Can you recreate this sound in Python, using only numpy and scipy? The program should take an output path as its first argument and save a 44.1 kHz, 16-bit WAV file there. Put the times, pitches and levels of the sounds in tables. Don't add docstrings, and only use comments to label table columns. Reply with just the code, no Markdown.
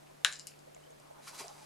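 import sys
import numpy as np
from scipy import signal
from scipy.fft import rfft, irfft
from scipy.io import wavfile
from scipy.ndimage import uniform_filter1d

SR = 44100
rng = np.random.default_rng(int(sys.argv[2]) if len(sys.argv) > 2 else 0)


def put_to_file(sound):
    columns = np.atleast_2d(sound).T
    safe = np.clip(columns, -1, 1)
    whole_steps = np.round(safe * 32767)
    wavfile.write(sys.argv[1], SR, whole_steps.astype(np.int16))


def gain_from_db(level_db):
    decades = np.asarray(level_db, float) / 20
    return 10 ** decades


N = 72765


def evened(x):
    return x / np.sqrt(np.mean(x ** 2) + 1e-20)


def read(points, hz):
    f, value = np.transpose(points)
    return np.interp(np.log(hz + 1), np.log(f + 1), value)


def curve(points):
    s, db = np.transpose(points)
    return gain_from_db(np.interp(np.arange(N) / SR, s, db, left=-120))


def add(mix, s, sound):
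    part = mix[..., round(s * SR):][..., :sound.shape[-1]]
    part += sound[..., :part.shape[-1]]


def sides(x, left_db):
    return x * gain_from_db([[left_db / 2], [-left_db / 2]])


def resonate(x, hz, width):
    return signal.lfilter(*signal.iirpeak(hz, hz / width, SR), x)


def ring(modes):
    onset_s = 0.00018
    t = np.arange(2400) / SR
    x = np.zeros(len(t))
    for k, (hz, width, db) in enumerate(modes):
        decay = np.exp(-np.pi * width * t)
        x += (-1) ** k * gain_from_db(db) * np.sin(2 * np.pi * hz * t) * decay
    x = x * (1 - np.exp(-t / onset_s))
    return x / abs(x).max()


def burst(length_s, noise):
    x = noise * np.exp(-np.arange(noise.shape[-1]) / SR / length_s)
    return x / np.linalg.norm(x, axis=-1, keepdims=True)


def hiss(spectrum, patchy_db):
    frames = N // 128 + 5
    a, b, patches = rng.standard_normal((frames, 257, 3)).T
    patches = uniform_filter1d(patches, size=6, axis=0)
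    patches = evened(uniform_filter1d(patches, size=12, axis=1))
    cells = (a + 1j * b) * gain_from_db(patchy_db * patches)
    flat = signal.istft(cells, nperseg=512, noverlap=384)[1][:N]
    gain = gain_from_db(read(spectrum, np.fft.rfftfreq(N, 1 / SR)))
    return evened(irfft(rfft(flat) * gain, N))


# (f/Hz, level/dB per Hz)
AIR_SHARED = [(20, -7.5), (100, -9.5), (300, -4.5), (1000, -9.5), (2500, -16), (10000, -20.5), (13000, -25),
              (16500, -40)]
# (f/Hz, level/dB per Hz)
AIR_WIDE = [(12, -59), (20, -34), (289, -5.5), (492, -4.5), (652, -0.5), (913, -8.5), (1050, -12.5),
            (10500, -31.5), (16500, -39)]


def air():
    mid = gain_from_db(-63) * hiss(AIR_SHARED, patchy_db=0.4)
    side = gain_from_db(-59.5) * hiss(AIR_WIDE, patchy_db=0.4)
    waver = uniform_filter1d(rng.standard_normal((2, N)), size=3000)
    waver = evened(uniform_filter1d(waver, size=3000))
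    hum_hz = 148.5 + 1.2 * waver[0]
    hum_db = -64.5 + 0.9 * waver[1]
    lead = 0.236
    turn = 2 * np.pi * np.cumsum(hum_hz) / SR
    hum = gain_from_db(hum_db) * sides(np.sin([turn + lead, turn - lead]), left_db=2)
    return np.array([mid + side, mid - side]) + hum


# (f/Hz, fade/s)
ROOM_FADE = [(400, 0.4), (1000, 0.25), (1700, 0.3), (3000, 0.35), (6000, 0.17), (10000, 0.2), (16000, 0.25)]
# (f/Hz, level/dB)
WALL_COLOUR = [(300, 10), (900, 7), (1650, -1.5), (2300, 5.5), (3000, -12), (3800, -4), (4700, 8),
               (9000, 0.5)]
# (t/s, level/dB)
BOUNCES = [
    (.0042, -14),
    (.0075, -22),
    (.012, -21),
    (.0167, -21),
    (.022, -24),
]


def room(x):
    length, same = SR // 2, 0.66
    taps = np.zeros((2, length))
    at = np.arange(40, length - 20, 20) + rng.integers(0, 20, (2, (length - 41) // 20))
    np.put_along_axis(taps, at, rng.choice([-1., 1.], at.shape), 1)
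    taps[1] = same * taps[0] + np.sqrt(1 - same ** 2) * taps[1]
    hz, t, z = signal.stft(taps, SR, nperseg=256)
    fade_db = read(WALL_COLOUR, hz)[:, None] - 60 * t / read(ROOM_FADE, hz)[:, None]
    tail = signal.istft(z * gain_from_db(fade_db), SR, nperseg=256)[1]
    tail = gain_from_db(-6) * tail / np.linalg.norm(tail[0])
    soften = signal.butter(2, 4500, fs=SR)
    for s, db in BOUNCES:
        rough = rng.standard_normal(150) + 0.31 * rng.standard_normal((2, 150))
        echo = burst(0.000147, rough)
        add(tail, s, gain_from_db(db + 4.5) * signal.lfilter(*soften, echo))
    return signal.fftconvolve(x.mean(0)[None], tail, axes=1)[:, :N]


# (t/s, level/dB at peak, f/Hz, level/dB of the left-right opposite part)
THUDS = [(.02, -91, 800, -55), (.1, -60.5, 1030, -54), (.32, -69, 510, -53), (.665, -58.5, 523, -48),
         (.76, -60.5, 966, -45), (.864, -63, 513, -50), (.9, -60, 482, -49), (.993, -57, 575, -58),
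         (1.1, -59.5, 815, -43), (1.182, -59, 880, -49), (1.273, -48, 1356, -63), (1.268, -51, 1066, -69),
         (1.326, -56, 960, -56), (1.399, -47, 404, -63), (1.4, -55, 265, -63), (1.402, -48, 1048, -62),
         (1.408, -54, 670, -53), (1.397, -46, 911, -59), (1.441, -51.5, 437, -59),
         (1.44, -46.5, 672, -65.5), (1.455, -52.5, 700, -60), (1.478, -59, 785, -58),
         (1.497, -49.5, 829, -46), (1.561, -58.5, 895, -60), (1.585, -57.5, 854, -54),
         (1.612, -55, 853, -55)]


def knocks():
    rise_s, t60, width = 0.0046, 0.074, 100
    wide_hz, wide_width = 623, 72
    glide, puff_share = 0.8, 1.1
    out, t = np.zeros((2, N)), np.arange(5000) / SR
    noise = rng.standard_normal((len(THUDS), 2, 5000))
    shape = gain_from_db(-60 * t / t60) * (1 - np.exp(-t / rise_s))
    for (s, db, hz, wide_db), (a, b) in zip(THUDS, noise):
        puff = resonate(resonate(a * shape, hz, width), hz, width * 2)
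        tone = shape * np.sin(2 * np.pi * hz * t * (1 + glide * t))
        mid = puff_share * puff / abs(puff).max() + tone / abs(tone).max()
        side = resonate(resonate(b * shape, wide_hz, wide_width), wide_hz, wide_width * 2)
        mid = gain_from_db(db) * mid / abs(mid).max()
        side = gain_from_db(wide_db) * side / abs(side).max()
        add(out, s, np.array([mid + side, mid - side]))
    return out


# (t/s, level/dB)
PAW_PRESSURE = [(1.18, -78), (1.24, -56.5), (1.262, -55), (1.275, -47), (1.288, -45.5), (1.312, -54),
                (1.33, -55.5), (1.352, -47), (1.374, -52), (1.397, -41), (1.41, -43.5), (1.435, -51),
                (1.47, -55.5), (1.52, -59.5), (1.65, -59)]
# (f/Hz, level/dB per Hz)
FIBRE_COLOUR = [(150, -22), (500, -15.5), (1000, -4), (1800, -7), (2500, -8.5), (6000, -4.5), (11000, -8),
                (16000, -32)]
# (f/Hz, width/Hz, level/dB)
FIBRE_RINGS = [(2420, 500, -10.5), (4000, 190, -10), (4760, 180, -9), (7800, 180, -21)]
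# (t/s, level/dB)
WEIGHT_SHIFT = [
    (1.0, -86),
    (1.022, -66.5),
    (1.204, -55),
    (1.236, -70),
    (1.28, -56),
    (1.294, -57),
    (1.388, -53.5),
    (1.402, -51),
    (1.65, -62.5),
]


def scuffs():
    grains = uniform_filter1d(rng.exponential(1, N) ** 2, size=30)
    grains = 1 + 0.15 * evened(grains - 2)
    mid, side = (hiss(FIBRE_COLOUR, patchy_db=-1.0) * grains for _ in range(2))
    mid = mid + sum(gain_from_db(db + 6.5) * resonate(mid, hz, width) for hz, width, db in FIBRE_RINGS)
    no_rumble = signal.butter(2, 350, "high", fs=SR)
    mid, side = signal.lfilter(*no_rumble, [mid, gain_from_db(-8.5) * side])
    rub = curve(PAW_PRESSURE) * np.array([mid + side, mid - side])
    low = [evened(resonate(resonate(rng.standard_normal(N), 1100, 380), 620, 600)) for _ in range(2)]
    shuffle = curve(WEIGHT_SHIFT) * np.array(low)
    return gain_from_db(-3.5) * (rub + shuffle)


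# (t/s, length/s, f/Hz, level/dB)
WHISTLES = [(1.268, .04, 4800, -55), (1.445, .015, 7700, -60), (.755, .032, 2150, -68),
            (.833, .01, 3080, -65), (.858, .016, 3080, -66), (1.125, .012, 8300, -67),
            (.4, .025, 4950, -63), (.405, .04, 7250, -62), (.91, .02, 6500, -69), (.472, .03, 2900, -67),
            (1.27, .03, 2300, -61), (1.385, .03, 2500, -58)]


def squeaks():
    width = 150
    out = np.zeros(N)
    for s, length_s, hz, db in WHISTLES:
        noise = rng.standard_normal(3000)
        x = evened(resonate(resonate(noise, hz, width), hz, 2 * width))
        x = x[500:][:round(length_s * SR)]
        add(out, s, gain_from_db(db) * x * np.sqrt(np.hanning(len(x))))
    return out


# (f/Hz, level/dB)
CLICK_COLOUR = [(100, -33), (330, -22), (420, 0), (10500, 0), (12500, -6), (16500, 2)]


def coloured(x):
    return irfft(rfft(x) * gain_from_db(read(CLICK_COLOUR, np.fft.rfftfreq(N, 1 / SR))), N)


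# (t/s, level/dB at peak, own f/Hz, own level/dB over the shared body, left over right level/dB)
SMALL_TICKS = [(0.3166, -36, 7200, 2, 4), (0.3253, -30, 7000, -29, 9), (.326, -31.5, 4160, 0, 7),
               (0.3343, -30, 6900, -14, 3), (0.348, -44, 9600, -10, 12), (0.357, -37.5, 7300, -22, 11),
               (0.3904, -39, 6900, 2, 5), (0.3959, -31, 7100, -29, 8.5), (.408, -43, 7200, -18, 7),
               (0.4699, -26, 11640, -13, 6), (0.4701, -45, 2900, 18, 13), (0.4744, -36, 9400, -6, 4),
               (0.4805, -49, 4650, 12, 1), (.4865, -48.5, 2670, 9, 6), (.4975, -52, 2900, 16, 3),
               (0.5174, -50.5, 2670, 19, 5), (0.5387, -53, 2680, 14, 5), (.071, -53.5, 2500, 12, 7),
               (0.33, -45, 9200, 0, 5), (0.341, -36, 4000, 8, 4), (0.366, -40, 7100, 0, 3),
               (.7475, -54, 2670, 14, 3), (0.591, -46.5, 4400, -10, 7), (0.7473, -41.5, 7230, 5, 4),
               (.8048, -54, 7840, 2, 0), (0.906, -48, 6900, -9, 3), (0.9999, -48, 5200, 0, 5),
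               (1.4815, -44, 6000, -24, -26)]
# (f/Hz, width/Hz, level/dB)
TICK_BODY = [(4080, 330, -6), (5200, 500, 1.5), (7180, 1400, 15), (9230, 550, 2), (10720, 390, -6)]
# (f/Hz, width/Hz, level/dB)
COLLAR_TAG = [(4930, 85, -21), (7300, 100, -25), (2900, 41, -20)]


def ticks():
    out, noise = np.zeros((2, N)), rng.standard_normal((len(SMALL_TICKS), 200))
    body = ring(TICK_BODY + COLLAR_TAG)
    for (s, db, hz, own_db, left_db), puff in zip(SMALL_TICKS, noise):
        own = gain_from_db(own_db) * ring([(hz, 570, 0)])
        scrape = burst(0.00012, puff)
        tick = np.convolve(body + own, scrape)
        add(out, s, sides(gain_from_db(db) * tick / abs(tick).max(), left_db))
    return coloured(out)


SNAP_S = 0.2473

# (f/Hz, level/dB, time to fade by 60 dB/s)
METAL = [(1190, -10, .15), (1507, -5, .2), (1575, -6, .21), (1650, 0, .21), (1752, -1, .22),
         (2557, -13, .25), (2993, -11, .2), (3138, -15, .29), (3381, -14, .26), (3763, -11, .3),
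         (3990, -6, .24), (4430, -15, .2), (4893, -16, .2)]


def bars():
    out, t = np.zeros((2, N)), np.arange(SR // 3) / SR
    rise = 1 - np.exp(-t / 0.0019)
    for (hz, db, t60), (phase, lead) in zip(METAL, rng.random((len(METAL), 2))):
        wave = np.sin(2 * np.pi * (hz * t + phase) + np.array([[0.4], [-0.4]]) * lead)
        add(out, SNAP_S, gain_from_db(-33.5 + db - 60 * t / t60) * rise * wave)
    return out


# (f/Hz, width/Hz, level/dB)
TEETH_RINGS = [(5270, 560, -6), (6900, 1020, 0), (8270, 860, -8.5), (9400, 690, -4), (11400, 2100, -1),
               (14000, 5800, -8)]
# (f/Hz, width/Hz, level/dB)
MOUTH_RINGS = [(533, 220, -34), (1156, 150, -11.5), (1384, 250, -2.5), (1695, 320, 2.5), (2873, 350, 3.5),
               (3735, 384, 6.5)]


def jaws():
    out = np.zeros((2, N))
    crack = gain_from_db(-9) * ring(TEETH_RINGS)
    pop = gain_from_db(-6.5) * ring(MOUTH_RINGS)
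    add(out, SNAP_S, sides(crack, left_db=7))
    add(out, SNAP_S + 0.0005, sides(pop, left_db=6.5))
    return coloured(out)


def scene():
    snap, small, paws = jaws(), ticks(), scuffs()
    early = np.arange(N) < 0.7 * SR
    small_wet = gain_from_db(np.where(early, 2.5, -6))
    wet = room(snap + small_wet * small + gain_from_db(-6) * paws)
    return air() + wet + knocks() + paws + squeaks() + small + bars() + snap


def top_cut(x):
    return signal.sosfilt(signal.butter(12, 16430, fs=SR, output="sos"), x)


def record(dry):
    edge = signal.firwin(511, 16500, window=("kaiser", 9), fs=SR)[None]
    mix = signal.oaconvolve(dry, edge, "same")
    return top_cut(mix)


dry = scene()
out = record(dry)
put_to_file(out)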